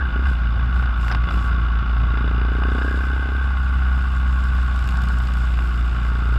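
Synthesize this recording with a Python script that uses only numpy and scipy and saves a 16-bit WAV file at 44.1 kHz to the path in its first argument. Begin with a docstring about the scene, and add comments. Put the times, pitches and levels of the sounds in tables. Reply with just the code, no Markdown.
"""A single-cylinder four-stroke motorcycle cruises behind a few riders, heard from a camera on its frame.
Its unbalanced piston shakes the frame once a crank turn and the cylinder fires every second turn.
Valve and piston impacts excite the modes of the engine case; meshing teeth make the drive whine.
The rider blips the throttle, then pulls once at length. Road bumps jolt the suspension and the loose
camera mount, while the exhausts ahead drone under the broadband noise of tyres and wind."""
import sys
import numpy as np
from scipy import signal
from scipy.fft import rfft, irfft, next_fast_len
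from scipy.io import wavfile
from scipy.ndimage import uniform_filter1d

SR = 44100
rng = np.random.default_rng(int(sys.argv[2]) if len(sys.argv) > 2 else 0)


def materialize(psi):
    """Save the field psi as 16-bit PCM at rate SR to the path in sys.argv[1].

    A 1-D psi becomes a single channel; in a 2-D psi each row is a channel.
    """
    bounded = np.clip(np.atleast_2d(psi).T, -1, 1)
    quanta = np.round(bounded * 32767).astype(np.int16)
    wavfile.write(sys.argv[1], SR, quanta)


N = 281358
TIME_S = np.arange(N) / SR


def from_db(db):
    """Amplitude ratio of a level in decibels."""
    return 10 ** (np.asarray(db) / 20)


def rms_one(x):
    """Normalisation to unit RMS."""
    return x / np.sqrt(np.mean(x ** 2) + 1e-20)


def evened(x, span_s=.1):
    """Division by the running RMS holds a sound at unit level."""
    return x / np.sqrt(uniform_filter1d(x * x, int(span_s * SR)) + 1e-9)


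def curve(rows):
    """Linear interpolation of (time_s, value) rows at every sample."""
    return np.interp(TIME_S, *np.transpose(rows))


def drift(rate_hz):
    """Low-passed noise: a slow random fluctuation of unit RMS."""
    step, settle = 40, 2000
    pole = np.exp(-2 * np.pi * step * rate_hz / SR)
    noise = rng.standard_normal(N // step + settle + 2)
    slow = signal.lfilter([1], [1, -2 * pole, pole * pole], noise)[settle:]
    return np.interp(np.arange(N) / step, np.arange(len(slow)), rms_one(slow))


def swell(crest_s, spread_s):
    """A Gaussian envelope of height 1."""
    return np.exp(-.5 * ((TIME_S - crest_s) / spread_s) ** 2)


def jolt(start_s, fade_s, rise_s=.036):
    """An envelope of height 1 with linear rise and exponential decay."""
    age = TIME_S - start_s
    return np.clip(age / rise_s, 0, 1) * np.exp(-np.maximum(age - rise_s, 0) / fade_s)


def stroke(turns, at, spread, uneven_db):
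    """A Gaussian pulse of random strength every two crank turns; at and spread are in turns."""
    cycle = (turns - at + 1) / 2 + 1
    strength = from_db(uneven_db * rng.standard_normal(1000))[cycle.astype(int)]
    return strength * np.exp(-.5 * ((cycle % 1 * 2 - 1) / spread) ** 2)


def dying(x, fade_s):
    """A leaky integrator gives each pulse an exponential decay."""
    pole = np.exp(-1 / (fade_s * SR))
    return signal.lfilter([1 - pole], [1, -pole], x)


def bursts(rows, fade_s):
    """Each impact is a spray of tiny contacts: exponentially decaying noise."""
    envelope = sum(from_db(db) * (TIME_S >= s) * np.exp(-np.abs(TIME_S - s) / fade_s) for s, db in rows)
    return envelope * rng.standard_normal(N)


def colour(x, spectrum):
    """Filtering by a spectral envelope, to unit RMS."""
    hz, db = np.transpose(spectrum)
    size = next_fast_len(N + SR // 10)
    grid_hz = np.maximum(np.fft.rfftfreq(size, 1 / SR), 1)
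    gain = from_db(np.interp(np.log(grid_hz), np.log(hz), db))
    return rms_one(irfft(rfft(x, size) * gain, size)[:N])


def resonate(x, hz, width_hz):
    """A damped resonator with unit gain at its peak."""
    r = np.exp(-np.pi * width_hz / SR)
    feedback = [1, -2 * r * np.cos(2 * np.pi * hz / SR), r * r]
    return signal.lfilter(np.array([1, 0, -1]) * (1 - r * r) / 2, feedback, x)


def gliding_resonance(x, hz, width_hz):
    """A damped resonator whose natural frequency follows a curve."""
    r = np.exp(-np.pi * width_hz / SR)
    spin = np.exp(2j * np.pi * np.cumsum(hz) / SR)
    return np.real(spin * signal.lfilter([1 - r], [1, -r], x / spin))


def ringing(force, modes):
    """Forced response of modes of alternating sign, each filtered twice for steep sides; unit RMS."""
    return rms_one(sum(from_db(db) * resonate(resonate(force, hz, width), hz, width) * (-1) ** k
                       for k, (hz, width, db) in enumerate(modes)))


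def struck(rows, modes, contact_samples=28):
    """Free vibration of a body after soft-edged blows, each scaled to its peak level."""
    contact, blows = np.zeros(SR // 10), np.zeros(N)
    contact[:contact_samples] = np.hanning(contact_samples)
    ring = sum(from_db(db) * resonate(contact, hz, width) for hz, width, db in modes)
    for s, db in rows:
        blows[int(s * SR)] = from_db(db)
    return signal.fftconvolve(blows, ring / np.abs(ring).max())[:N]


# Road bumps, also felt by the frame and engine: start_s, shake_dip_db, rumble_db, rattle_db
BUMPS = [(0.064, 14, -31.5, -43.5), (.22, -3, -39, -39), (.5, 3, -29.5, -69), (.74, -5, -32, -46),
         (.91, 7, -40.5, -55), (1.07, 5, -31, -43), (1.258, 23, -28, -40), (1.4, 7.5, -38, -49),
         (1.49, -2, -31.5, -42.5), (1.81, 11, -33, -63), (1.97, -2, -28.5, -63.5), (2.219, 2, -30.5, -62),
         (4.83, 8, -34, -62), (5.0, 2, -31.5, -58)]
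# Spectral envelopes of the rumble and of the rush: frequency_hz, gain_db
RUMBLE_SPECTRUM = [(15, -31), (30, -15.5), (50, -8), (85, 2), (150, -3.5), (240, -12.5), (400, -24),
                   (700, -28.5), (2000, -84)]
RUSH_SPECTRUM = [(100, 11.5), (400, -4.5), (600, -0.5), (850, 0.5), (1700, -1), (2600, -2), (4000, -12.5),
                 (6000, -24.5), (12000, -73)]
def road():
    """Random excitation: the road rumbles through the suspension, most after bumps; tyres and air rush."""
    bump_power = sum((from_db(db) * jolt(s, fade_s=.21)) ** 2 for s, _, db, _ in BUMPS)
    level = np.sqrt(from_db(-39.5) ** 2 + bump_power)
    rumble = level * from_db(1.2 * drift(9.6)) * colour(rng.standard_normal(N), RUMBLE_SPECTRUM)
    rush = from_db(-42 + 1.3 * drift(28)) * colour(rng.standard_normal(N), RUSH_SPECTRUM)
    return rumble + rush


# Wobble of the slower gearbox shaft: harmonic_number, level_db
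SHAFT_HARMONICS = [(1, -35.5), (2, -38.5), (3, -41.5), (6, -52.5)]
def frame_shake(turns, strain, bounce_hz=5.5, bounce_fade_s=.043, gear_ratio=.6968):
    """Reciprocating unbalance rocks the frame once a turn; the gearbox shaft beats against it."""
    shake_db = -17.5 - 5.5 * strain + .76 * drift(5)
    for s, dip_db, _, _ in BUMPS:   # the suspension dips and rebounds
        age = np.maximum(TIME_S - s, 0)
        shake_db -= dip_db * np.sin(2 * np.pi * bounce_hz * age) * np.exp(-age / bounce_fade_s)
    angle = 2 * np.pi * (gear_ratio * turns + .01 * drift(5.3))
    shaft = sum(from_db(db + .65 * drift(.99)) * rms_one(np.sin(k * angle)) for k, db in SHAFT_HARMONICS)
    return from_db(shake_db) * rms_one(np.cos(2 * np.pi * turns)) + shaft


# Overtones of the piston's thud: crank_multiple, relative_db
THUD_OVERTONES = [(2, -7), (2.5, -16), (3, -17.5), (3.5, -12), (4, -20), (5, -16.5), (6, -14.5)]
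def piston_thud(turns, strain):
    """Inertial force at the top of each stroke drives the frame's resonances, less so under strain."""
    firing_top = stroke(turns, at=.077, spread=.084, uneven_db=1.2)
    exhaust_top = from_db(-2) * stroke(turns, at=1.123, spread=.093, uneven_db=1.2)
    acceleration = np.gradient(np.gradient(firing_top + exhaust_top))
    thud = rms_one(acceleration + from_db(.5) * resonate(acceleration, hz=182.2, width_hz=19))
    hum = sum(from_db(db + 3 * drift(3)) * rms_one(-np.cos(2 * np.pi * k * turns))
              for k, db in THUD_OVERTONES)
    frame_ring = from_db(2.5) * resonate(hum, hz=116.3, width_hz=5.9)   # in tune at low speed
    return from_db(-38 - 13 * strain) * (thud + hum + frame_ring)


# Spectral envelope of the exhaust: frequency_hz, gain_db
BARK_SPECTRUM = [(40, -12.5), (120, -8.5), (220, 6.5), (300, 6), (420, -1.5), (520, -3), (750, -6.5),
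                 (1500, -57)]
def exhaust_bark(turns, throttle):
    """Each firing excites the pipe's resonances with a pulse and a gust, louder at open throttle."""
    pulse = rms_one(-np.gradient(stroke(turns, at=.11, spread=.024, uneven_db=1)))
    gust = rms_one(stroke(turns, at=.55, spread=.35, uneven_db=4) * rng.standard_normal(N))
    flow = pulse + from_db(4.5) * gust
    pipe = (resonate(flow, hz=256, width_hz=50)
            + from_db(-15.5) * resonate(flow, hz=304, width_hz=130)
            + from_db(5.5) * resonate(flow, hz=404, width_hz=57))
    return from_db(-53 + 21 * throttle) * colour(flow + pipe, BARK_SPECTRUM)


# Valve impacts in the two-turn cycle: phase_turns, spread_turns, relative_db
VALVE_IMPACTS = [(0.121, 0.03, 3.5), (0.552, 0.062, -6), (0.926, 0.1, -6), (1.199, 0.091, -9.5),
                 (1.919, 0.1, -3.5)]
# Piston slaps in the two-turn cycle: phase_turns, relative_db
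PISTON_SLAPS = [(1.893, 5.5), (0.84, 4.5)]
# Modes of the engine case and of its thin covers: frequency_hz, bandwidth_hz, gain_db
CASE_MODES = [(837, 394, -7.5), (1262, 194, 0), (1434, 120, 4), (1569, 183, 0.5)]
COVER_MODES = [(2060, 137, 2.5), (2450, 310, -3), (2742, 206, -1.5), (2926, 162, 2.5), (3468, 174, -0.5),
               (3726, 230, -5.5), (4840, 520, -13)]
# The engine's ring near 1.1 kHz: frequency_hz, bandwidth_hz, gain_db
ENGINE_RING_MODES = [(1081, 79, 2.5), (1149, 54, 3)]
# Envelope of that ring: time_s, relative_db
ENGINE_RING_ENVELOPE = [(0.02, -41), (0.5, -42), (1.0, -39.5), (1.5, -34.5), (1.8, -39.5), (2.05, -37.5),
                        (2.5, -43), (2.8, -37), (3.25, -43.5), (3.45, -39.6), (4.1, -40), (4.4, -38),
                        (5.0, -39.0), (5.55, -44.1), (6.0, -41), (6.35, -43)]
def clatter(turns, throttle, whine_db):
    """Impact excitation: valves ring the engine case and covers; piston slap adds to the covers."""
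    bump_power = sum((from_db(db) * jolt(s, fade_s=.063)) ** 2 for s, _, _, db in BUMPS)
    clatter_db = 10 * np.log10(from_db(-45.5 + 3 * throttle) ** 2 + bump_power)
    strikes = sum(from_db(db) * stroke(turns, at, spread, uneven_db=2) for at, spread, db in VALVE_IMPACTS)
    valves = dying(strikes, fade_s=.0029)
    knock = stroke(turns, at=.153, spread=.016, uneven_db=3)   # periodic, so the ringing keeps a pitch
    knock += stroke(turns, at=.92, spread=.0052, uneven_db=-2)
    grit = rms_one((valves + .3) * rng.standard_normal(N)) + from_db(-10.5) * rms_one(knock)
    case = from_db(.35 * whine_db + .62 * clatter_db + 4) * evened(ringing(grit, CASE_MODES))
    ring = from_db(curve(ENGINE_RING_ENVELOPE) - 1) * evened(ringing(grit, ENGINE_RING_MODES))
    slaps = sum(from_db(db) * stroke(turns, at, spread=.04, uneven_db=1.2) for at, db in PISTON_SLAPS)
    blows = from_db(1) * rms_one(dying(slaps, fade_s=.0035)) + .74 * rms_one(valves)
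    rattle = (blows + .25) * rng.standard_normal(N)   # some rattle persists between blows
    return case + ring + from_db(clatter_db - 2.3) * ringing(rattle, COVER_MODES)


# Surges and lulls of the whine: crest_s, spread_s, change_db
WHINE_SURGES = [(0.03, 0.023, 5), (.5, 0.13, 0), (0.866, 0.12, 6), (1.12, 0.014, 13), (1.482, 0.016, 9),
                (1.85, 0.16, 2), (2.176, 0.06, 4.5), (2.643, 0.026, 4), (2.85, 0.11, 3), (3.15, 0.13, 2),
                (4.964, 0.035, 8), (5.122, 0.028, 5.5), (5.533, 0.025, -12), (5.86, 0.14, -2),
                (6.3, .08, 1)]
def whine_level(throttle, excess_speed, strain):
    """Amplitude modulation of the whine, in dB: up with throttle and speed, down with strain."""
    surges_db = sum(db * swell(s, spread_s) for s, spread_s, db in WHINE_SURGES)
    return -36.5 + 4.5 * throttle + 1.1 * excess_speed - 17.5 * strain + .4 * drift(5.5) + surges_db


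# Tugs on the drive in the two-turn cycle: phase_turns, spread_turns, relative_db
DRIVE_TUGS = [(0.302, 0.07, 4.5), (0.8, 0.11, -0.5), (1.8, 0.031, 5)]
# Resonance of the drive, highest when pulled taut: time_s, frequency_hz
DRIVE_RESONANCE = [(0, 1440), (.3, 1484), (.45, 1483), (1.3, 1430), (2.0, 1375), (2.45, 1500), (2.88, 1620),
                   (3.06, 1560), (3.35, 1510), (3.6, 1403), (5.2, 1475), (6.38, 1405)]
def drive_whine(turns, whine_db, strain, teeth=24):
    """Tooth meshing, modulated in phase by slack and in amplitude by load, drives a moving resonance."""
    slack = (1 - .5 * strain) * (.19 * drift(24) + .25 * np.sin(np.pi * turns) + .84 * drift(2.55))
    tugs = sum(from_db(db) * stroke(turns, at, spread, uneven_db=2) for at, spread, db in DRIVE_TUGS)
    load = .092 + tugs + .19 * strain   # a taut drive sings on between the strokes
    mesh = load * np.sin(2 * np.pi * (teeth * turns + slack))
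    ring = gliding_resonance(mesh, curve(DRIVE_RESONANCE), width_hz=85)
    return from_db(whine_db - 5.5 + 9 * strain) * evened(ring)


# Partials of the taut drive: crank_multiple, level_db
TAUT_PARTIALS = [(22.5, -43.5), (23, -47), (23.5, -44), (24, -40), (24.5, -45)]
def drive_song(turns, strain, full_strain=.35):
    """Pulled taut, the drive holds its mesh tone and sidebands spaced at the firing rate."""
    tones = sum(from_db(db + 2 * drift(4.2)) * rms_one(np.sin(2 * np.pi * (k * turns + .1 * drift(2.2))))
                for k, db in TAUT_PARTIALS)
    return np.minimum(strain / full_strain, 1) * tones


# Gear meshes: teeth_per_turn, level_db
GEAR_MESHES = [(12, -55), (13, -55), (19, -52), (23, -47), (25, -52.5)]
def gears(turns):
    """Each gear pair radiates a faint, wavering tone at its tooth-passing frequency."""
    return sum(from_db(db + 2 * drift(3.5)) * rms_one(np.sin(2 * np.pi * (k * turns + .078 * drift(3.5))))
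               for k, db in GEAR_MESHES)


# Exhausts of the bikes ahead: firing_rate_hz, level_db
BIKES_AHEAD = [(35, -55), (28.16, -51)]
def bikes_ahead():
    """Pulse trains of wandering rate, each dulled by a low resonance, merge into a drone."""
    drone = np.zeros(N)
    for firing_hz, db in BIKES_AHEAD:
        turns = np.cumsum(2 * firing_hz * (1 + .032 * drift(.456))) / SR
        pulses = stroke(turns, at=.39, spread=.056, uneven_db=2)
        drone += from_db(db) * rms_one(resonate(pulses, hz=112, width_hz=50))
    return drone


# Broad resonances of the plastic camera mount and, in the last row, a thin, high ring
# at the top of the buzz: frequency_hz, bandwidth_hz, gain_db
BUZZ_RESONANCES = [(2660, 880, 7.5), (3640, 2750, 0), (5100, 1200, 5), (7140, 1680, -1), (8685, 1000, -3.5),
                   (11445, 184, 2.5)]
# Contacts of the mount in the two-turn cycle: phase_turns, relative_db
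MOUNT_TICKS = [(0, -3.5), (.52, -10), (1, -2.5), (1.52, -11)]
# Spells of stronger buzzing: crest_s, spread_s, level_db
BUZZ_SPELLS = [(0.298, 0.033, -56), (0.783, 0.031, -59.5), (1.063, 0.045, -51), (1.4, 0.071, -53.5),
               (2.92, 0.16, -56), (5.188, 1, -54.5)]
def mount_buzz(turns):
    """Intermittent contact: the loose mount ticks at each end of the frame's swing."""
    looseness = from_db(-65) + sum(from_db(db) * swell(s, spread_s) for s, spread_s, db in BUZZ_SPELLS)
    ticks = sum(from_db(db) * stroke(turns, at, spread=.045, uneven_db=1) for at, db in MOUNT_TICKS)
    chatter = evened((ticks + .36) * rng.standard_normal(N))
    return looseness * from_db(1.2 * drift(18)) * ringing(chatter, BUZZ_RESONANCES)


# Squeals of the drive: crest_s, spread_s, level_db, crest_pitch_hz
SQUEALS = [(.022, 0.015, -29, 1560), (.287, 0.0191, -33.5, 1552), (2.88, 0.045, -34, 1580)]
def drive_squeals(bend_hz=170, roughness=.6):
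    """Snatched taut, the drive squeals; pitch and amplitude rise and fall with the tension."""
    squeals = np.zeros(N)
    for s, spread_s, db, hz in SQUEALS:
        pull = swell(s, spread_s)
        tone = np.sin(2 * np.pi * np.cumsum(hz - bend_hz * (1 - pull)) / SR)
        squeals += from_db(db) * pull * rms_one(tone * (1 + roughness * drift(60)))
    return squeals


# Thumps of the suspension: start_s, peak_db
THUMPS = [(.314, -22), (1.275, -25), (1.344, -20), (1.372, -20.5), (1.582, -23)]
# Low modes of the frame: frequency_hz, bandwidth_hz, gain_db
FRAME_MODES = [(128, 60, 7), (184, 45, -9), (260, 85, -9)]
def suspension_thumps():
    """Blows from the suspension over bumps leave the frame in damped free vibration."""
    return struck(THUMPS, FRAME_MODES)


# Brief flares where the engine's rattle peaks louder: start_s, peak_db
CLANKS = [(.596, -20.5), (.824, -20), (.859, -20), (1.106, -20), (1.117, -19), (1.149, -15), (1.24, -22),
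          (1.288, -17), (1.342, -21), (1.684, -22), (2.173, -18), (2.277, -20), (2.414, -19),
          (2.635, -15.5), (2.789, -18), (2.821, -17.5), (3.571, -21), (5.102, -20.5), (5.201, -21),
          (5.589, -17.5)]
def metallic_clanks():
    """Damped free vibration: each clank rings the engine case, with a crack from the thin covers."""
    contacts = bursts(CLANKS, fade_s=.002)
    cracks = from_db(-13) * np.std(contacts) * ringing(contacts, COVER_MODES)
    return struck(CLANKS, CASE_MODES + ENGINE_RING_MODES) + cracks


# Knocks on the mount: start_s, relative_db
KNOCKS = [(1.082, -31.5), (1.1143, -26), (1.1234, -28), (1.1479, -30), (1.2395, -43), (1.286, -47),
          (1.3085, -35), (1.362, -43)]
# Spectral envelope of a knock: frequency_hz, gain_db
KNOCK_SPECTRUM = [(200, -14), (700, 12), (1400, 10.5), (2000, 9.5), (2800, 3.5), (4000, -1.5), (5200, 2),
                  (7000, -25.5), (12000, -23)]
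def mount_knocks():
    """Road bumps knock the mount; such brief contacts have a broad spectrum."""
    contacts = bursts(KNOCKS, fade_s=.0035)
    return from_db(5) * np.std(contacts) * colour(contacts, KNOCK_SPECTRUM)


# Snaps of the mount: start_s, relative_db
SNAPS = [(4.4385, -40), (4.76, -38), (4.7907, -38), (4.8406, -39), (4.874, -36), (4.889, -32),
         (4.9085, -40), (4.971, -37), (5.018, -37), (5.036, -37), (5.0855, -36), (5.1853, -34.5),
         (5.2715, -38), (5.337, -36)]
def mount_snaps():
    """Hard impacts of the mount against its stop excite the same resonances as the buzz."""
    contacts = bursts(SNAPS, fade_s=.0022)
    return np.std(contacts) * ringing(contacts, BUZZ_RESONANCES)


# Speed of the crank: time_s, turns_per_s
CRANK_SPEED = [(0.0, 72.73), (0.11, 53.77), (0.27, 67.94), (0.34, 58.34), (0.49, 56.67), (0.65, 60.41),
               (0.85, 61.26), (0.92, 57.38), (1.54, 58.62), (1.66, 56.87), (2.47, 58.23), (2.83, 62.49),
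               (3.39, 64.88), (3.47, 64.13), (4.54, 62.23), (5.05, 60.68), (5.81, 58.47), (6.38, 58.34)]
# The rider's wrist, a blip and then one long pull: time_s, opening_fraction
THROTTLE = [(0, 0.57), (.12, 0), (.17, 0.98), (.27, 0), (.36, 0.04), (1.0, 0.05), (1.5, 0.41), (2.09, 0.3),
            (2.14, 0.74), (2.5, 0.82), (2.72, 0.98), (2.94, 0.94), (3.02, 0.66), (3.3, 0.7), (3.42, 0.56),
            (3.5, 0.1), (5.2, 0.06), (5.5, 0.22), (5.95, 0.25), (6.38, 0.63)]
def scene(easy_turns_per_s=60, hard_turns_per_s=66.4):
    """Superposition of all sources; the crank sets the cycle, and strain is throttle at high speed."""
    speed, throttle = curve(CRANK_SPEED), curve(THROTTLE)
    turns = .3 + np.cumsum(speed) / SR
    burn_turns = turns + .001 * drift(5)   # no two charges burn at quite the same pace
    excess_speed = np.maximum(speed - easy_turns_per_s, 0)
    strain = throttle * excess_speed / (hard_turns_per_s - easy_turns_per_s)
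    whine_db = whine_level(throttle, excess_speed, strain)
    engine = frame_shake(turns, strain) + piston_thud(burn_turns, strain)
    engine += exhaust_bark(burn_turns, throttle) + clatter(turns, throttle, whine_db)
    drive = drive_whine(turns, whine_db, strain) + drive_song(turns, strain) + gears(turns)
    drive += drive_squeals()
    engine += metallic_clanks()
    mount = mount_buzz(turns) + mount_knocks() + mount_snaps()
    return (engine + drive + mount + suspension_thumps() + road() + bikes_ahead())[None]


def record(dry, cutoff_hz=12000):
    """Band limiting: the camera's steep low-pass filter removes the highest treble."""
    return signal.sosfilt(signal.ellip(10, .2, 80, cutoff_hz, fs=SR, output="sos"), dry)


dry = scene()
out = record(dry)
materialize(out)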